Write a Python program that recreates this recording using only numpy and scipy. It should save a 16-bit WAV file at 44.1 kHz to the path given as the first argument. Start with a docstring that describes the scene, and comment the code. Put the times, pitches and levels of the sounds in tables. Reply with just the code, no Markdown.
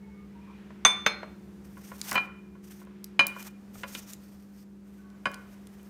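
"""A fan and its mains motor hum throughout in a small hard room, at first with a few faint whistles.
At 0.7 s a ceramic lid is set down on a lacquered table and rocks once, each impact ringing its modes.
From 1.6 s a hand peels a foam sheet and its tape off a dish: the foam hisses by stick-slip friction,
the tape snaps free, and the dish lifts and knocks back on the table, hardest at 3.2 s.
Near 5 s the whistles return briefly, before a last pull and a few lighter knocks."""
import sys
import numpy as np
from scipy import signal
from scipy.fft import rfft, irfft, next_fast_len
from scipy.io import wavfile
from scipy.ndimage import uniform_filter1d

SR = 44100
rng = np.random.default_rng(int(sys.argv[2]) if len(sys.argv) > 2 else 0)


def master(y):
    """Save y as 16-bit WAV."""
    cut = np.clip(np.atleast_2d(y).T, -1, 1)
    pcm = np.round(cut * 32767)  # scale
    wavfile.write(sys.argv[1], SR, pcm.astype(np.int16))


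N = 260135
T = np.arange(N) / SR


def undb(db):
    """Amplitude ratio of a level in dB."""
    return 10 ** (np.asarray(db, float) / 20)


def unit(x):
    """Normalisation to rms 1."""
    return x / np.sqrt(np.mean(x ** 2))


def coloured(x, points):
    """Spectral shaping by (Hz, dB) points."""
    hz, db = np.transpose(points)
    size = next_fast_len(len(x))
    bin_hz = np.maximum(np.arange(size // 2 + 1) * SR / size, 1)
    gain = undb(np.interp(np.log(bin_hz), np.log(hz), db))
    return irfft(rfft(x, size) * gain, size)[:len(x)]


def band(x, hz, octaves):
    """Band-pass filtering around hz."""
    edges = np.clip(hz * 2 ** (np.array([-.5, .5]) * octaves), 20, SR / 2.2)
    return signal.sosfilt(signal.butter(2, edges, "bandpass", fs=SR, output="sos"), x)


def waver(rate_hz):
    """Smooth random fluctuation of rms 1."""
    hold = int(SR / rate_hz)
    steps = np.repeat(rng.standard_normal(N // hold + 1), hold)
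    return unit(uniform_filter1d(uniform_filter1d(steps, hold), hold)[:N])


def fade(t, t60):
    """Exponential decay by 60 dB in t60 seconds."""
    return np.exp(-np.log(1000) * t / t60)


def burst(t, t60, hz, octaves):
    """Exponentially damped noise in a band around hz."""
    return band(rng.standard_normal(len(t)) * fade(t, t60), hz, octaves)


def tone(hz, db):
    """A sinusoid at rms level db, its phase the integral of frequency."""
    return np.sqrt(2) * undb(db) * np.sin(2 * np.pi * np.cumsum(hz) / SR + rng.uniform(0, 2 * np.pi))


def add(out, start, x):
    """Superposition of x on out from start seconds."""
    i = int(start * SR)
    out[i:i + len(x)] += x[:N - i]


# Each row: time in seconds, rotation rate in Hz.
SHAFT_RATE = [(0, 36.12), (2, 36.16), (3, 36.2), (4.3, 36.33), (5.9, 36.3)]
# Each row: harmonic number, level in dB before the turning gain, spread of its wavering in dB.
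FAN_HARMONICS = [(2, -64.5, 1.6), (3, -68.5, 1.5), (4, -64, 0.7), (5, -59.5, 2.5), (6, -60.5, 4),
                 (8, -69, 1.2), (9, -66.5, 1.1), (11, -70, 1.86), (12, -68.5, 1.3)]
# Each row: time in seconds, gain in dB as the microphone turns away from the fan.
TURNING_GAIN = [(0, 0.5), (1.5, 0.5), (3, -1.5), (3.6, -8.5), (5.9, -7)]
# Each row: time in seconds, rms level of the tenth harmonic in dB.
TENTH_HARMONIC = [(0, -74), (.5, -65), (.9, -59), (1.55, -57.5), (1.8, -66), (2.6, -59), (3.4, -60),
                  (4.2, -73.5), (4.7, -67), (5.9, -69.5)]


def fan():
    """Periodic rotation radiates harmonics of the shaft rate, each wavering in level."""
    shaft_hz = np.interp(T, *np.transpose(SHAFT_RATE)) * (1 + .001 * waver(1.5))
    turning_db = np.interp(T, *np.transpose(TURNING_GAIN))
    harmonics = sum(tone(k * shaft_hz, db + turning_db + spread_db * waver(2.2))
                    for k, db, spread_db in FAN_HARMONICS)
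    tenth_db = np.interp(T, *np.transpose(TENTH_HARMONIC)) + 1.2 * waver(2.6)
    return harmonics + tone(10 * shaft_hz, tenth_db)


# Each row: harmonic number, rms level in dB.
MOTOR_HARMONICS = [(4, -48.5), (5, -79), (6, -68), (8, -73), (10, -75)]


def motor(mains_hz=49.945):
    """Forced vibration: the motor hums at multiples of the mains frequency."""
    return sum(tone(np.full(N, k * mains_hz), db + .6 * waver(2)) for k, db in MOTOR_HARMONICS)


# Each row: time in seconds, frequency in Hz, rms level in dB.
DRONE_PATH = [(0, 65.16, -62.5), (1.7, 66.2, -63), (2.7, 67.25, -67.5), (5.9, 67, -65)]


def drone():
    """Slow modulation: a second, lower hum drifts in pitch and level."""
    times, hz, db = np.transpose(DRONE_PATH)
    return tone(np.interp(T, times, hz), np.interp(T, times, db) + 0.61 * waver(2.5))


# Each row: frequency in Hz, relative spectral density in dB.
AIR_SPECTRUM = [(20, -45.5), (32, -26.5), (60, -14.5), (120, -17), (200, -15), (300, -17.5), (450, -22),
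                (800, -28.5), (1500, -32), (3000, -43), (6000, -42.5), (10300, -47), (12000, -47.5),
                (15500, -47.5), (16000, -81)]
# Each row: time in seconds, level of the wash in dB.
WASH_LEVEL = [(0, -69), (.3, -65), (.55, -62.5), (.75, -64.5), (1.5, -69.5), (2.4, -72), (3, -66.5),
              (3.6, -72), (4.3, -72), (4.8, -77), (5.05, -69.5), (5.5, -68), (5.9, -75)]


def ambience(air_db=-59.5):
    """Broadband noise: the air of the room, and a distant mid-range wash that comes and goes."""
    air = unit(coloured(rng.standard_normal(N), AIR_SPECTRUM)) * undb(air_db + 2.0 * waver(2.5))
    wash = unit(band(rng.standard_normal(N), hz=1200, octaves=2.1))
    wash_db = np.interp(T, *np.transpose(WASH_LEVEL)) + 1.4 * waver(4)
    return air + wash * undb(wash_db)


# Each row: start and end in seconds, centre and bandwidth in Hz, level in dB.
WHISTLE_BANDS = [(0, 0.117, 886, 33, -64.5), (0, 0.277, 2202, 27.2, -66), (.12, 0.306, 1210, 22, -68.5),
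                 (.33, 0.483, 952, 53, -61.5), (.46, 0.549, 1030, 270, -58), (.38, 0.607, 2395, 250, -67.5),
                 (4.95, 5.199, 1511, 40.1, -68.5), (4.97, 5.201, 1115, 25, -68)]


def whistles():
    """Narrow-band noise has pitch: faint whistles swell and go while the ceramic is carried."""
    out = np.zeros(N)
    for start, end, hz, width_hz, db in WHISTLE_BANDS:
        n = int((end - start) * SR)
        whistle = band(rng.standard_normal(n + SR // 4), hz, width_hz / hz)[-n:]
        add(out, start, undb(db) * unit(whistle) * signal.windows.tukey(n, .5))
    return out


def ceramic_impacts(mode_hz, modes, blows, thud_1ms_hz, thud_t60, boom_db, damping_db_per_s, shimmer_t60):
    """Modal superposition: a blow rings the modes by where it lands; the table thuds and booms."""
    out, t, hz = np.zeros(N), T[:int(.6 * SR)], np.array(mode_hz)[:, None]
    first_db, second_db, t60 = np.transpose(modes)[:, :, None]
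    polarity = (-1) ** np.arange(len(hz))[:, None]  # neighbouring modes start in opposite directions
    partials = polarity * np.sin(2 * np.pi * hz * t) * fade(t, t60)
    attack = np.minimum(t / 0.00044, 1)
    for start, db, place, contact_ms, thud_db in blows:
        gain = undb(first_db + place * (second_db - first_db))
        # a longer contact cannot excite the high modes
        gain /= (1 + (hz * contact_ms / 1000) ** 2) ** 2
        # landing flatter (place near 1) damps the ring and drives the table top harder
        ring = gain[:, 0] @ partials * undb(-damping_db_per_s * place * t) * attack
        thud_hz = thud_1ms_hz * contact_ms ** -0.22  # 0.22 octave higher as the contact time halves
        thud = burst(t, thud_t60, thud_hz, octaves=1.39)
        boom = undb(boom_db + 6.3 * place) * burst(t, t60=0.056, hz=290, octaves=1.9)
        # the many faint upper modes blur into a noisy shimmer, weaker for soft contacts
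        shimmer = undb(-14) * burst(t, shimmer_t60, hz=4700, octaves=0.87)
        shimmer /= (1 + (4.5 * contact_ms) ** 2) ** 2
        add(out, start, undb(db) * (ring + shimmer + undb(thud_db) * (thud + boom)))
    return out


# Each entry: a mode frequency in Hz. Several sit higher once the lid is seated, so they come in pairs.
LID_MODE_HZ = [592, 1014, 1190, 1420, 1545, 1766, 1970, 2229, 2262, 2390, 2510, 2700, 3003, 3412, 3531,
               3568, 4200, 4760, 5176, 5819, 6270, 6288, 7610, 8700, 9298, 9335, 9846, 12220, 12610, 14200]
# Each row: mode gain in dB when the edge lands, the same for the far corner, free t60 in seconds.
LID_MODES = [(-32, -1, 0.064), (-14, -20, 0.24), (-15.5, -13.5, 0.27), (-24, -19, 0.16),
             (-17.5, -7.5, 0.19), (-21, -11.5, 0.13), (-19.5, -15, 0.21), (-16, -29, 0.33),
             (-35.5, -4, 0.26), (-19, -14, 0.32), (-18.5, -11.5, .2), (-25.5, -17.5, 0.093),
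             (-22.5, -22, 0.11), (-27, -13.5, 0.13), (0, -21.5, 0.32), (-26.5, 5, 0.13), (-36, -11.5, 0.46),
             (-23, -30, 0.12), (-32, -20, 0.27), (-32.5, -32, 0.19), (-23, -29, .22), (7.5, -0.5, 0.058),
             (-23.5, -24, .15), (-11.5, -35, 0.2), (-22, -36, 0.25), (-39.5, -23, 0.2), (-27, -36, .09),
             (-27.5, -33, 0.18), (-26, -13, .07), (-31, -31, 0.12)]
# Each row: start in seconds, gain in dB, place from 0 (edge) to 1 (far corner),
# contact time in milliseconds, relative gain of the thud in dB.
LID_IMPACTS = [(0.705, -43.5, 0.6, 0.53, 9), (0.8499, -13, 0, 0.044, 14.5), (0.862, -28.5, 0, 0.11, 19),
               (1.063, -21.5, 0.87, 0.045, 18), (1.075, -36, 1, 0.3, 19), (1.2305, -36.5, 0.96, 0.64, 17)]


def lid():
    """Impact excitation: the lid lands and rocks, ringing in lightly damped modes."""
    return ceramic_impacts(LID_MODE_HZ, LID_MODES, LID_IMPACTS, thud_1ms_hz=770, thud_t60=0.052,
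                           boom_db=-12.5, damping_db_per_s=30, shimmer_t60=0.16)


# Each row: start in seconds, peak level in dB, centre frequency in Hz.
HAND_BUMPS = [(0.716, -49.5, 120), (2.16, -40, 90), (3.756, -43.5, 70), (3.959, -50, 80)]


def hand_bumps():
    """Soft contact excites low frequencies: the hand bumps the table or microphone."""
    out, t = np.zeros(N), T[:SR // 4]
    for start, db, hz in HAND_BUMPS:
        push = band(rng.standard_normal(len(t)) * t * fade(t, 0.13), hz, octaves=2.7)
        add(out, start, undb(db) * push / np.abs(push).max())
    return out


# Each row: frequency in Hz, relative spectral density of the hiss in dB.
FOAM_SPECTRUM = [(1200, -19), (2500, -2), (4000, -6), (6100, -0.5), (7300, -4.5), (8800, -0.5),
                 (10500, -7.5), (12200, 0), (15500, -4.5), (16000, -35)]
# Each row is one pull, and each of its points: time in seconds, level of the hiss in dB.
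PULL_LEVELS = [
    [(1.635, -80), (1.652, -56), (1.68, -71), (1.82, -64.5), (1.85, -54), (1.91, -57.5), (2.02, -54.5),
     (2.05, -44), (2.155, -43.5), (2.175, -61), (2.255, -62), (2.28, -82.5)],
    [(2.625, -80), (2.645, -60.5), (2.695, -64), (2.71, -51.5), (2.75, -61.5), (2.83, -65), (2.85, -82)],
    [(3.27, -80), (3.29, -74), (3.41, -54), (3.48, -50), (3.5, -63), (3.53, -82)],
    [(3.725, -80), (3.745, -53), (3.83, -57.5), (3.86, -66), (3.9, -50), (3.985, -53), (4.035, -54.5),
     (4.058, -67), (4.095, -53.5), (4.145, -51.5), (4.17, -77)],
    [(4.16, -80), (4.22, -66.5), (4.41, -69), (4.5, -77.5), (4.57, -66.5), (4.628, -65), (4.65, -84)],
    [(4.84, -80), (4.87, -73.5), (5.015, -71), (5.04, -82)],
    [(5.25, -80), (5.27, -69), (5.4, -75), (5.45, -78), (5.545, -66.5), (5.57, -82), (5.68, -72),
     (5.9, -66.5)],
]
# Each row, one per pull: body in dB, singing frequency in Hz, singing in dB; levels relative to the hiss.
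PULL_TIMBRES = [(-5, 5800, -14), (-5, 6000, -8), (-1.5, 6500, -12.5), (-9.5, 6030, -6.5), (-6.5, 5000, -6),
                (-2, 7000, -16), (-2, 5800, -14)]


def foam(creases_per_s=90):
    """Stick-slip friction of foam on glaze: a bright hiss, and a duller body through dish and table."""
    slips = rng.standard_normal((3, N))
    slips *= undb(2.0 * rng.exponential(size=(3, N)) + 2.68 * waver(90))  # slips are uneven in size
    hiss = unit(coloured(slips[0], FOAM_SPECTRUM))
    body = unit(band(slips[1], hz=1270, octaves=1.64))
    # now and then a crease gives way with a crisp crinkle
    creases = (rng.random(N) < creases_per_s / SR) * rng.standard_normal(N)
    crinkle = undb(-11) * unit(coloured(signal.lfilter([1], [1, -.6], creases), FOAM_SPECTRUM))
    out = np.zeros(N)
    for pull, (body_db, sing_hz, sing_db) in zip(PULL_LEVELS, PULL_TIMBRES):
        sing = unit(band(slips[2], sing_hz, octaves=.4)) * undb(sing_db + 3.3 * waver(25))
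        level_db = np.interp(T, *np.transpose(pull), left=-200, right=-200)
        out += undb(level_db) * (hiss + crinkle + sing + undb(body_db) * body)
    return out


# Each entry: a mode frequency in Hz.
DISH_MODE_HZ = [520, 570, 680, 1000, 1110, 1340, 1400, 1510, 1692, 1975, 2152, 2420, 2445, 2719, 2935, 3018,
                3390, 3850, 4092, 4418, 4850, 4914, 5090, 6275, 6466, 7500, 8260, 8398, 9426, 9715]
# Each row: mode gain in dB when the rim lands, the same for the foot, free t60 in seconds.
DISH_MODES = [(-27, -6.5, .12), (-29, -9.5, 0.16), (-31.5, -8, .08), (-15.5, 3.5, 0.081), (-18, 1, 0.11),
              (-20, -11.5, .12), (-17.5, 1.5, 0.088), (-20.5, 1, 0.13), (-23.5, -4, 0.14), (-29, -11, .1),
              (-36.5, 0.5, 0.051), (7, -38.5, .17), (-30.5, 0, 0.16), (-24.5, -20, 0.024), (-2, -12, 0.06),
              (-0.5, 0.5, 0.065), (-25.5, -20.5, .09), (-19, -29.5, 0.14), (-7.5, -24.5, 0.091),
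              (-24, -30.5, .12), (-12.5, -30.5, .12), (-33, -11.5, .15), (-15.5, -31, .08),
              (-22, -26.5, .08), (-17, -20, .11), (-22.5, -14, .05), (-27.5, -42.5, 0.077),
              (-29, -12.5, .06), (-11.5, -12.5, 0.087), (-18, -28.5, .15)]
# Each row: start in seconds, gain in dB, place from 0 (rim) to 1 (foot),
# contact time in milliseconds, relative gain of the thud in dB.
DISH_IMPACTS = [(1.769, -46, 1, 0.51, 6.5), (1.9165, -38.5, 0.94, 0.57, 8), (2.117, -34, 0.2, 0.42, 20),
                (2.131, -38, 0.98, 1, 20), (2.143, -33, 0.042, 0.44, 16.5), (2.152, -29, 1, 0.41, 9),
                (2.156, -17, 0.1, 0.28, 7.5), (2.165, -22, 0, 0.32, 6.5), (2.178, -15.5, 0, 0.35, 5),
                (2.552, -54.5, 0.96, 0.39, -0.5), (2.815, -49.5, 1, 0.59, 5), (2.869, -44.5, 1, 0.99, 4.5),
                (2.909, -57.5, .8, 0.3, 14), (3.1926, -10, 0.1, 0.16, 4), (3.2049, -15.5, 0.32, 0.4, 4.5),
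                (3.363, -36.5, .8, 0.41, 2), (3.7542, -56.5, 1, 1, 22), (3.834, -41, 0.97, 0.065, 19),
                (3.841, -30.5, 0.87, 0.97, -3), (3.95, -39.5, 0.29, .02, 15.5), (5.2555, -27, 0.98, 0.1, 7),
                (5.261, -37, 0.23, 0.54, 16), (5.268, -34.5, 1, 0.43, 18), (5.335, -48.5, 0.2, 0.044, 11),
                (5.795, -60.5, 0.23, 0.11, 8)]


def dish():
    """Contact damping: the dish rings when it lands on its rim and dies away sooner on its foot."""
    return ceramic_impacts(DISH_MODE_HZ, DISH_MODES, DISH_IMPACTS, thud_1ms_hz=960, thud_t60=0.039,
                           boom_db=-8.5, damping_db_per_s=190, shimmer_t60=.13)


# Each row: start in seconds, peak level of the direct sound in dB, centre frequency in Hz.
TAPE_SNAPS = [(1.778, -47, 9000), (1.9815, -44, 10100), (2.0146, -18.5, 5000), (2.113, -19.5, 6960),
              (2.129, -23, 7450), (2.149, -39, 9000), (2.851, -50, 7000), (3.043, -25.5, 8040),
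              (3.268, -14.5, 11000), (3.28, -32.5, 8000), (3.387, -43, 9000), (3.427, -29, 7200),
              (3.469, -43, 7920), (3.95, -27, 4170), (4.134, -30, 6860), (5.102, -51, 5000),
              (5.316, -41, 9800), (5.343, -30.5, 5500), (5.671, -38.5, 6000), (5.83, -48, 10000)]


def tape_snaps():
    """Sudden release of tension: the adhesive lets go in short bright cracks."""
    out, t = np.zeros(N), T[:SR // 20]
    for start, db, hz in TAPE_SNAPS:
        crack = burst(t, t60=0.012, hz=hz, octaves=1.7)
        add(out, start, undb(db) * crack / np.abs(crack).max())
    return out


# Each row: band centre in Hz, reverberation time in seconds, gain in dB.
ROOM_BANDS = [(298, 0.35, -22.5), (890, .5, -23), (2205, 0.54, -23), (5340, 0.26, -19.5),
              (11000, 0.15, -23)]


def room(x, build_up_s=0.011):
    """Reverberation: diffuse echoes build up, then die away, soonest in the treble."""
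    t = T[:int(.8 * SR)]
    tail = np.zeros(len(t))
    for hz, t60, db in ROOM_BANDS:
        echoes = unit(band(rng.standard_normal(len(t)), hz, octaves=1.9)) * fade(t, t60)
        tail += undb(db) * echoes / np.sqrt(t60 * SR / 14)  # the divisor gives about unit energy
    return signal.fftconvolve(x, tail * np.minimum(t / build_up_s, 1))[:N]


def scene():
    """Superposition: ceramic and tape with their echoes, foam close by, hum under all."""
    ceramic = lid() + dish()
    tape = tape_snaps()
    echoes = room(ceramic + undb(0.5) * tape)
    handling = ceramic + tape + echoes + foam() + whistles() + hand_bumps()
    background = fan() + motor() + drone() + ambience()
    return (handling + background)[None]


def record(dry, cutoff_hz=16650):
    """Band limiting: a steep low-pass filter removes the highest treble."""
    return signal.sosfilt(signal.ellip(12, .2, 90, cutoff_hz, fs=SR, output="sos"), dry)


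dry = scene()
out = record(dry)
master(out)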